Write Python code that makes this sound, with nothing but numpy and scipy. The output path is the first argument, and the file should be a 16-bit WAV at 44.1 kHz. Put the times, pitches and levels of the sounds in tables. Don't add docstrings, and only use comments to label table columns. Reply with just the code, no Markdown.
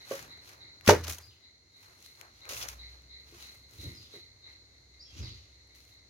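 import sys
import numpy as np
from scipy import signal
from scipy.fft import rfft, irfft, next_fast_len
from scipy.io import wavfile
from scipy.ndimage import uniform_filter1d, map_coordinates

SR = 44100
rng = np.random.default_rng(int(sys.argv[2]) if len(sys.argv) > 2 else 0)


def inscribe(sig):
    pcm = np.round(np.clip(np.atleast_2d(sig).T, -1, 1) * 32767)
    wavfile.write(sys.argv[1], SR, pcm.astype(np.int16))


def gain_from_db(level_db):
    decades = np.asarray(level_db, float) / 20
    return 10 ** decades


N = 268727
T = np.arange(N) / SR


def unit(x):
    return x / np.sqrt(np.mean(x ** 2) + 1e-20)


def along(points, hz):
    f, v = np.transpose(points)
    return np.interp(np.log(hz + 1), np.log(f + 1), v)


def curves(rows):
    s, *cols = np.transpose(rows)
    return [np.interp(T, s, c) for c in cols]


def wobble(rate):
    return map_coordinates(rng.standard_normal(int(N * rate / SR) + 4), [T * rate])


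def noise():
    return rng.standard_normal((2, N))


def filtered(x, response):
    m = next_fast_len(N + SR // 2)
    return irfft(rfft(x, m) * response(np.fft.rfftfreq(m, 1 / SR)), m)[..., :N]


def coloured(x, points):
    return unit(filtered(x, lambda hz: gain_from_db(along(points, hz))))


def ports(x, lead_s, pan_db=0):
    half = np.array([[1], [-1]]) / 2
    return filtered(x, lambda hz: gain_from_db(pan_db * half) * np.exp(2j * np.pi * hz * lead_s * half))


def bursts(s, db, rise_s, fall_s, floor_db):
    tail_bend = 1.096
    gap = T[::32] - np.array(s)[:, None]
    rising = -gap / np.abs(rise_s)[:, None]
    falling = np.abs(gap / np.array(fall_s)[:, None]) ** tail_bend
    loss = np.where(gap < 0, rising, falling)
    power = (gain_from_db(np.array(db)[:, None] - 20 * loss) ** 2).sum(0) + gain_from_db(floor_db) ** 2
    return np.interp(T, T[::32], np.sqrt(power))


# hz, likeness (0 to 1)
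LIKENESS = [(60, .96), (200, .93), (400, .7), (900, .2), (2000, 0), (15000, 0)]


def diffuse(pair, spectrum):
    def mix(hz):
        turn = np.arccos(np.clip(along(LIKENESS, hz), -1, 1)) / 2
        return gain_from_db(along(spectrum, hz)) * [np.cos(turn), np.sin(turn)]
    mid, side = filtered(pair, mix)
    return unit(np.array([mid + side, mid - side]))


def echoes(x, decays):
    hz, t, z = signal.stft(rng.standard_normal((2, SR // 2)), SR, nperseg=256)
    alike = along(LIKENESS, hz)[:, None]
    z[1] = alike * z[0] + np.sqrt(1 - alike ** 2) * z[1]
    fade = gain_from_db(-60 * t / along(decays, hz)[:, None])
    tail = signal.istft(z * fade, SR, nperseg=256)[1]
    late = np.pad(x, (300, 0))[None]
    return signal.fftconvolve(late, tail / np.linalg.norm(tail[0]), axes=1)[:, :N]


# hz, level_db (per Hz)
AIR_SPECTRUM = [(15, -43.5), (25, -16), (80, -5), (190, -21.5), (335, -14.5), (1160, -28), (1740, -28),
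                (2050, -22.5), (2480, -35.5), (3160, -40), (4140, -7), (4870, -25.5), (6740, -20.5),
                (7510, -35), (16000, -47.5)]


def air():
    return gain_from_db(-63) * diffuse(noise(), AIR_SPECTRUM)


def hum(rows, rough_db):
    hz, db = curves(rows)
    on = uniform_filter1d(1. * (T > rows[0][0]) * (T <= rows[-1][0]), size=2000)
    level = np.sqrt(2) * gain_from_db(db + rough_db * wobble(15))
    return on * level * np.sin(2 * np.pi * np.cumsum(hz) / SR)


# time_s, firing_hz, level_db
ENGINE_HUM = [
    (2.2, 56.5, -77.5),
    (2.78, 59.8, -50.5),
    (3.33, 67.2, -63.5),
    (3.91, 66.2, -62.5),
    (4.15, 66.5, -75.5),
    (5.12, 63.9, -59),
    (5.22, 61.7, -58),
    (5.44, 65.3, -63),
    (6.09, 62.5, -66),
]


def engine():
    return hum(ENGINE_HUM, rough_db=1.5)


# peak_s, boom_db, body_db, rise_s, fall_s
GROUND_THUMPS = [(.12, -78, -58, 0.045, 0.27), (.22, -63, -62, 0.17, 0.37),
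                 (0.881, -28.5, -26.5, 0.0037, 0.096), (.66, -80, -69, 0.18, 0.26),
                 (.96, -44, -61, 0.058, 0.089), (1.121, -48, -51.5, .25, 0.072),
                 (1.27, -54.5, -75, .1, 0.15), (2.53, -52.5, -64.5, 0.096, 0.64),
                 (3.37, -71, -65, 0.55, 0.46), (3.864, -40, -47, 0.13, 0.17),
                 (4.16, -69.5, -64, 0.12, 0.16), (5.21, -30.5, -47, 0.062, 0.14),
                 (5.301, -48, -60, 0.1, 0.21), (5.16, -59.5, -55.5, 0.05, .1)]
# hz, level_db (per Hz)
BOOM_SPECTRUM = [(15, -57), (25, -25), (40, -16), (48, -7.5), (70, 3), (102, 4.5), (123, -6), (150, -28.5),
                 (200, -49.5), (330, -120)]
# hz, level_db (per Hz)
BODY_SPECTRUM = [(71, -27.5), (120, -9.5), (177, -20), (231, -20.5), (300, -18.5), (600, -33.5),
                 (780, -68.5), (1320, -120)]


def thumps():
    rumble_db, murmur_db = -66, -74
    s, boom_db, body_db, rise_s, fall_s = np.transpose(GROUND_THUMPS)
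    boom = bursts(s, boom_db - 3.0, rise_s, fall_s, rumble_db - 2.5)
    body = bursts(s, body_db, rise_s, fall_s, murmur_db)
    return boom * diffuse(noise(), BOOM_SPECTRUM) + body * diffuse(noise(), BODY_SPECTRUM)


# time_s, pitch_hz, level_db
SHEET_HUM = [
    (0.93, 91.54, -37),
    (0.996, 82.97, -39.5),
    (1.124, 82, -40.5),
    (1.154, 82.7, -54),
    (1.4, 83.4, -68),
]


def fence():
    return hum(SHEET_HUM, rough_db=.6)


# start_s, length_s, from_hz, to_hz, level_db
WHISTLES = [(1.218, 0.042, 4870, 4820, -55), (1.273, 0.07, 4400, 2604, -60.5),
            (3.936, 0.024, 5220, 5120, -59.5), (3.958, 0.036, 5140, 4750, -52),
            (3.993, 0.082, 4560, 3100, -57.5), (4.007, 0.033, 4950, 4980, -63),
            (4.992, 0.034, 4480, 5257, -51.5), (5.012, 0.035, 5420, 5470, -53.5),
            (5.049, 0.047, 5450, 5420, -68), (5.002, 0.05, 4770, 4570, -56.5),
            (5.058, 0.065, 3330, 3200, -61.5), (5.121, 0.028, 2770, 2705, -67),
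            (5.213, 0.081, 5250, 3260, -49), (5.238, 0.086, 5470, 4340, -58),
            (5.291, 0.034, 3300, 4750, -55), (5.329, 0.045, 4830, 4600, -63.5)]
# hz, t60_s (time to die by 60 dB)
FAR_ECHO = [(2600, 0.63), (6100, 0.56)]


def bird():
    out, flutter = np.zeros(N), 1.2 * wobble(500)
    for s, length, from_hz, to_hz, db in WHISTLES:
        u = np.arange(int(length * SR)) / (length * SR)
        start = round(s * SR)
        glide = 2 * np.pi * np.cumsum(from_hz + (to_hz - from_hz) * u) / SR
        hoarse = flutter[start:][:len(u)] * (abs(to_hz - from_hz) + 250) / 1300
        out[start:][:len(u)] += gain_from_db(db) * np.sin(np.pi * u) ** .4 * np.sin(glide + hoarse)
    song = out * gain_from_db(2.5 * wobble(300))
    return ports(song, lead_s=-0.000388) + echoes(song, FAR_ECHO)


def cicada(rate, jitter, chorus, modes):
    turns = np.cumsum(rate * (1 + jitter * wobble(60))) / SR
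    clicks = np.diff(np.floor(turns), prepend=0) * gain_from_db(2.6 * rng.standard_normal(N))
    drive = ports(unit(clicks), lead_s=-.0006) + chorus * noise()

    def belly(f):
        return np.array([[(1j * f * width / (hz * hz - f * f + 1j * f * width)) ** 2] for hz, width, _ in modes])
    return sum(mode[2] * unit(ring) for mode, ring in zip(modes, filtered(drive, belly)))


# peak_s, level_db
SONG_SWELLS = [(0, -56), (0.323, -55), (0.637, -55), (1.0, -65), (1.45, -59.5), (1.76, -60.5),
               (2.07, -60.5), (2.44, -55.5), (2.82, -52.5), (3.13, -53), (3.448, -54.5), (3.65, -69.5),
               (3.815, -53.5), (3.865, -56.5), (4.155, -54), (4.465, -54), (4.74, -72.5), (4.949, -70),
               (5.25, -56), (5.55, -68), (5.731, -66), (5.939, -66)]


def swells(db, late_s, rise_s, fall_s):
    t = T[::64]
    gap = t - late_s - np.array(SONG_SWELLS)[:, :1]
    rising = np.exp(-(gap / rise_s) ** 2)
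    sinking = np.exp(-(np.abs(gap) / fall_s) ** 1.4)
    shape = np.where(gap < 0, rising, sinking)
    return np.interp(T, t, (gain_from_db(db[:, None]) * shape).sum(0))


def insects():
    db = np.array(SONG_SWELLS)[:, 1]
    early = 0.79 * swells(db, late_s=-0.014, rise_s=0.01527, fall_s=.04) + gain_from_db(-81.5)
    middle = 1.3 * swells(db, late_s=-.005, rise_s=.025, fall_s=0.11) + gain_from_db(-80.0)
    later = 0.59 * swells(db, late_s=0.017, rise_s=.04, fall_s=0.16) + gain_from_db(-75.5)
    high_modes = [(3814, 66, early), (4037, 200, middle), (4190, 120, later)]
    high = cicada(rate=200, jitter=0.048, chorus=0.6, modes=high_modes)
    low_db = -61 + (db + 52.5)
    low_swells = swells(low_db, late_s=0.018, rise_s=0.035, fall_s=0.075)
    low_gain = gain_from_db(1.1 * wobble(30)) * (low_swells + gain_from_db(-74.0))
    return high + cicada(rate=110, jitter=0.16, chorus=0.98, modes=[(2084, 250, low_gain)])


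def crackle(rate, spread_db):
    hits = rng.random((3, N)) < rate / SR
    sizes = gain_from_db(spread_db * rng.exponential(size=(3, N))) * rng.normal(size=(3, N))
    return 0.45 * unit(hits * sizes) + rng.standard_normal((3, N))


# peak_s, crunch_db, rise_s, fall_s, tips_db (over the crunch)
LOAD_CRUSH = [(.853, -58.5, .012, .05, -9.5), (.87, -51, .02, .03, 2), (0.88, -28.5, .008, .015, -6.5),
              (.894, -31.5, .012, .07, -7.5), (.99, -62.5, .05, 0.16, -2.5),
              (1.042, -50.5, .012, 0.042, -8), (1.069, -50, .004, .02, -3), (1.082, -44.5, .008, .025, -2),
              (1.098, -45, .012, .05, 0.5), (1.135, -52.5, .06, 0.061, 1), (1.21, -65.5, .08, 0.16, -1.5)]
# peak_s, crunch_db, rise_s, fall_s, tips_db (over the crunch)
FOOTSTEPS = [(.03, -68.5, 0.18, 0.23, -5.5), (0.121, -53, 0.068, .17, -1.5), (.22, -63, 0.21, 0.091, -3.5),
             (.49, -61.5, 0.092, .12, -3), (1.82, -69, 0.11, 0.286, -0.5), (2.051, -66, 0.13, .15, -0.5),
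             (2.21, -69.5, 0.16, 0.1, -0.5), (2.4, -70.5, 0.28, 0.195, -7.5),
             (2.495, -47, 0.008, 0.086, -3), (2.513, -48.5, .02, .06, -2), (2.535, -47.5, .03, .04, -4),
             (2.617, -48, .01, .03, -8), (2.577, -50, 0.075, 0.11, 1.5), (2.633, -43.5, 0.036, 0.038, -7.5),
             (2.688, -48, 0.015, .025, -2), (2.7, -53.5, 0.035, 0.082, -2), (2.9, -70.5, 0.75, 0.31, -7.5),
             (3.322, -68.5, 0.201, 0.29, -5.5), (3.431, -58, 0.16, 0.16, -3.5),
             (3.54, -74.5, 0.09, .12, 5.5), (3.736, -66.5, 0.059, 0.17, 0.5),
             (3.83, -61.5, 0.14, 0.24, -1.5), (4.03, -66, 0.48, 0.14, -8), (4.15, -65, 0.12, 0.142, -6),
             (4.52, -72.5, 0.15, 0.12, -11), (5.19, -57, 0.147, 0.334, -14.5),
             (5.757, -69, 0.022, 0.2, -1.5), (5.899, -72.5, .15, 0.1106, -2)]
# peak_s, level_db, rise_s, fall_s
TURF_PRESS = [(0.122, -52, 0.046, 0.16), (.24, -63.5, 0.66, 0.33), (.5, -64.5, 0.1, 0.36),
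              (.853, -65, 0.045, 0.13), (0.879, -30.5, .008, .012), (0.889, -30, 0.0051, 0.09),
              (1.083, -49.5, 0.066, 0.083), (1.19, -61.5, 0.083, 0.097), (1.881, -66, 0.17, .2),
              (2.23, -60, 0.075, 0.13), (2.476, -61.5, 0.05, 0.11), (2.508, -53, 0.09, 0.22),
              (2.64, -53, 0.14, 0.19), (2.951, -70, 0.21, 0.17), (3.731, -70, 0.077, .1),
              (4.47, -70.5, 0.039, 0.21), (3.43, -65, 0.29, 0.24), (3.85, -69, 0.17, 0.28),
              (4.15, -68, 0.097, 0.12), (5.25, -64, .15, 0.11)]
# hz, level_db (per Hz)
STALK_SPECTRUM = [(710, -33.5), (1200, -10), (1510, -10.5), (1820, -17), (1950, -6), (2570, -1.5),
                  (3050, -3.5), (3300, -3), (4100, -1), (4760, -1.5), (6310, 0.5), (7800, -19),
                  (10100, -44.5), (17200, -120)]
# hz, level_db (per Hz)
TIP_SPECTRUM = [(4120, -31.5), (7000, -3), (7740, -9.5), (8980, -3), (12700, -1.5), (16000, -7)]
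# hz, level_db (per Hz)
WEIGHT_SPECTRUM = [(120, -45.5), (200, -22), (381, -1.5), (436, -2), (590, -1.5), (1830, -0.5), (2400, -8),
                   (3120, -31), (5280, -120)]
# hz, level_db
SHOE_COLOUR = [(900, 0), (1700, -3), (2800, 1), (4900, -0.5), (6500, -1), (7500, -1)]


def grass():
    s, db, rise_s, fall_s, tips_db = np.transpose(LOAD_CRUSH + FOOTSTEPS)
    crunch = bursts(s, db, rise_s, fall_s, -81.5)
    tips = bursts(s, db + tips_db, rise_s, fall_s, -91.5)
    press = bursts(*np.transpose(TURF_PRESS), -82.5)
    fibres = crackle(rate=3000, spread_db=2.8) * gain_from_db(.8 * wobble(45) + 1.5 * wobble(200))
    ahead = (T > .8) & (T < 1.5)
    direct = ports(fibres[0] * ahead, lead_s=0) + ports(fibres[0] * ~ahead, lead_s=.0003, pan_db=-1)
    near = 0.58 * direct + fibres[1:]
    weight = coloured(0.98 * direct + 0.78 * fibres[1:], WEIGHT_SPECTRUM)
    stalks = coloured(near, STALK_SPECTRUM)
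    underfoot = filtered(stalks, lambda hz: gain_from_db(along(SHOE_COLOUR, hz)))
    stalks = np.where(ahead, stalks, underfoot)
    dry_tips = coloured(near, TIP_SPECTRUM)
    return gain_from_db(5.5) * crunch * stalks + gain_from_db(4.5) * tips * dry_tips + gain_from_db(4.0) * press * weight


# start_s, peak_db, pitch_hz
LOG_STALKS = [(0.849, -33.5, 1890), (0.854, -36, 2200), (.863, -23, 5336), (.867, -32.5, 2300),
              (.8777, -6, 2460), (0.8868, -9.5, 1630), (.8964, -7, 2261), (.907, -16.5, 2200),
              (1.039, -28.5, 5740), (1.043, -32.5, 4500), (1.0712, -28.5, 3040), (1.0806, -25, 5840),
              (1.0976, -25.5, 6030), (1.1005, -28.5, 3230), (1.1238, -24.5, 6470), (1.147, -30.5, 6300),
              (1.184, -28, 6530), (1.1872, -32, 6400), (1.2241, -42.5, 6630)]
# start_s, peak_db, pitch_hz
FOOT_STALKS = [(0.1047, -41, 2120), (0.1542, -33, 6943), (.192, -29.5, 1910), (.196, -40, 4600),
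               (.2269, -39, 6636), (0.2514, -43.5, 1600), (.266, -46, 1550), (.375, -45, 1700),
               (.515, -46.5, 2040), (.4618, -46.5, 4190), (.4942, -40.5, 2170), (.8102, -38.5, 2056),
               (2.026, -43, 6540), (2.062, -36, 4200), (2.1536, -48.5, 4310), (2.2122, -36.5, 6770),
               (2.2127, -33, 2230), (2.4538, -35.5, 2290), (2.4913, -30.5, 6630), (2.5345, -31, 6013),
               (2.5681, -26.5, 2550), (2.615, -31, 3380), (2.6278, -26, 5700), (2.633, -29.5, 4605),
               (2.6852, -32, 6217), (2.6872, -23, 6020), (3.0203, -53, 6100), (3.4074, -38, 3900),
               (3.4254, -35.5, 4220), (3.7359, -46, 4166), (3.7844, -44.5, 3800), (3.7108, -45.5, 6700),
               (5.6728, -55.5, 6100), (5.7501, -47.5, 5550), (5.804, -46.5, 4640), (5.851, -51.5, 6630)]


def snaps():
    body, edge, t = np.zeros((2, N + SR)), np.zeros((2, N + SR)), np.arange(SR // 40) / SR
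    events = [(*row, 1.5) for row in LOG_STALKS] + [(*row, 7) for row in FOOT_STALKS]
    for s, db, hz, pan_db in sorted(events):
        ring = .7 * np.sin(2 * np.pi * hz * t) * gain_from_db(-60 * t / (.003 + 7 / hz))
        click = gain_from_db(db - 60 * t / .012) * rng.standard_normal((3, len(t)))
        edge_db = -9.5 + 6 * np.log2(hz / 6000)
        for side, (sign, late) in enumerate([(0.81, 0), (-1.3, 13)]):
            start, pan = round(s * SR) + late, gain_from_db(sign * pan_db)
            burst = pan * (click[0] + 0.23 * click[1 + side])
            body[side, start:][:len(t)] += gain_from_db(db) * pan * ring + 0.45 * np.sqrt(hz / 6000) * burst
            edge[side, start:][:len(t)] += gain_from_db(edge_db) * burst

    def dull(hz):
        return 1 / (1 + (hz / 7300) ** 16)
    low_part = filtered(body[:, :N], lambda hz: dull(hz) * hz ** 2 / (hz ** 2 + 1100 ** 2))
    return low_part + filtered(edge[:, :N], lambda hz: 1 - dull(hz))


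# start_s, peak_db, struck_hz, crack_db, width_octaves (of the modes set ringing)
LOG_KNOCKS = [(0.1116, -18.5, 513, -27, 0.21), (.1135, -33, 1070, -25, 0.11), (.1192, -22, 540, -29.5, 0.1),
              (.13, -30, 520, -20, 0.42), (0.13, -38, 1100, -20, 0.13), (.141, -32.5, 540, -17.5, 0.19),
              (.152, -45, 540, -21, .19), (.2505, -53, 540, -8, 0.27), (0.854, -41.5, 1117, -14, 0.19),
              (0.874, -28, 1466, -8.5, 0.43), (0.8785, -15, 290, -8, 0.13),
              (0.8883, -7.5, 1466, -13.5, .35), (0.8893, -2.5, 500, -21.5, 0.28),
              (.8948, 0, 870, -21, 0.22), (.8965, -14.5, 2515, -13, .2), (.9015, -14.5, 500, -18, .2),
              (0.9064, -8.5, 480, -12.5, 0.3), (.913, -9, 423.5, -21, 0.33),
              (.923, -16.5, 423.8, -23, 0.43), (0.9294, -10.5, 474, -24.5, 0.23),
              (.940, -21.5, 433, -21.5, 0.29), (0.963, -35.5, 794, -13.5, 0.55),
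              (1.045, -40.5, 1045, -11.5, 0.22), (1.083, -35, 473, -3, 0.19),
              (2.508, -35.5, 596, -6.5, 0.34), (2.527, -34, 560, -10, 0.26), (3.324, -44, 324, -4.5, 0.45),
              (4.138, -38.5, 407, -12, 0.2), (4.158, -43, 404, -7.5, 0.39)]
# pitch_hz, level_db, t60_s (time to die by 60 dB)
WOOD_MODES = [(290, -12, 0.076), (343.6, -4.5, 0.21), (420.3, 0.5, 0.088), (461.3, -4, 0.077),
              (540, 3, 0.039), (794, -3, 0.027), (903, 4, 0.02), (1045, -7.5, 0.021), (1117, -4.5, 0.08),
              (1466, -11, 0.077), (1586.5, -11, 0.14), (1910, -5, 0.059), (2207, -12, 0.15),
              (2515, -10, 0.046), (2920, -8.5, .06)]
LOG_RESTS = [.126, .166, .3, .868, .9, .945, 1.0, 1.06, 1.13, 2.55, 3.37, 4.19]
# pitch_hz, level_db, t60_s
SOIL_THUD = [
    (99, -17, .16),
    (185, -11, 0.047),
    (55, -24.5, .08),
]
# hz, t60_s
YARD_ECHO = [(100, 0.26), (500, .16), (2000, .24), (8000, .18)]


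def logs():
    out, t = np.zeros((2, N + SR)), np.arange(SR // 3) / SR
    hz, level, t60 = np.transpose(WOOD_MODES)[..., None]
    for s, db, pitch_hz, crack_db, width in LOG_KNOCKS:
        rest_s = min(r for r in LOG_RESTS if r > s)
        settle = gain_from_db(-60 * np.maximum(t + s - rest_s, 0) / .03)
        reach_db = np.maximum(-6 * (np.log2(hz / pitch_hz) / max(width, .1)) ** 2, -19)
        ring_db = level + reach_db + rng.normal(0, 1, hz.shape) - 60 * t / t60
        ring = gain_from_db(ring_db) * np.sin(2 * np.pi * hz * t)
        crack = gain_from_db(crack_db - 3.0 - 60 * t / 0.011) * rng.standard_normal(len(t))
        ends = np.array([ring[::2].sum(0), ring[1::2].sum(0)])
        contact = 1 - np.exp(-t / (0.001 * gain_from_db(-.15 * db)))
        out[:, round(s * SR):][:, :len(t)] += gain_from_db(db - 4.5) * (ends * settle * contact + crack / 2)
    landing = round(.8775 * SR)
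    for hz, db, t60 in SOIL_THUD:
        thud = gain_from_db(db - 7 - 60 * t / t60) * np.sin(2 * np.pi * hz * t)
        out[:, landing:][:, :len(t)] += thud * (1 - np.exp(-t / 0.0015))
    wood = out[:, :N]
    end_on_right = ports(wood[0], lead_s=-.00006, pan_db=-2.5)
    end_on_left = ports(wood[1], lead_s=.00016, pan_db=2.5)
    return end_on_right + end_on_left + gain_from_db(-9.5) * echoes(wood.sum(0), YARD_ECHO)


def scene():
    background = air() + engine() + thumps() + fence() + bird() + insects()
    return background + grass() + snaps() + logs()


# time_s, gain_db
AUTO_GAIN = [
    (.95, 1),
    (1.3, -1),
    (1.62, -3.5),
    (1.9, 0),
]


def camera(dry):
    rounded = dry / (1 + np.abs(dry / .88) ** 5) ** .2
    ducked = rounded * gain_from_db(curves(AUTO_GAIN)[0])
    return filtered(ducked, lambda hz: (1j * hz / (1j * hz + 35)) ** 2 * (hz < 15950))


def top_cut(x):
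    return signal.sosfilt(signal.butter(12, 16500, fs=SR, output="sos"), x)


def record(dry):
    mix = camera(dry)
    return top_cut(mix)


dry = scene()
out = record(dry)
inscribe(out)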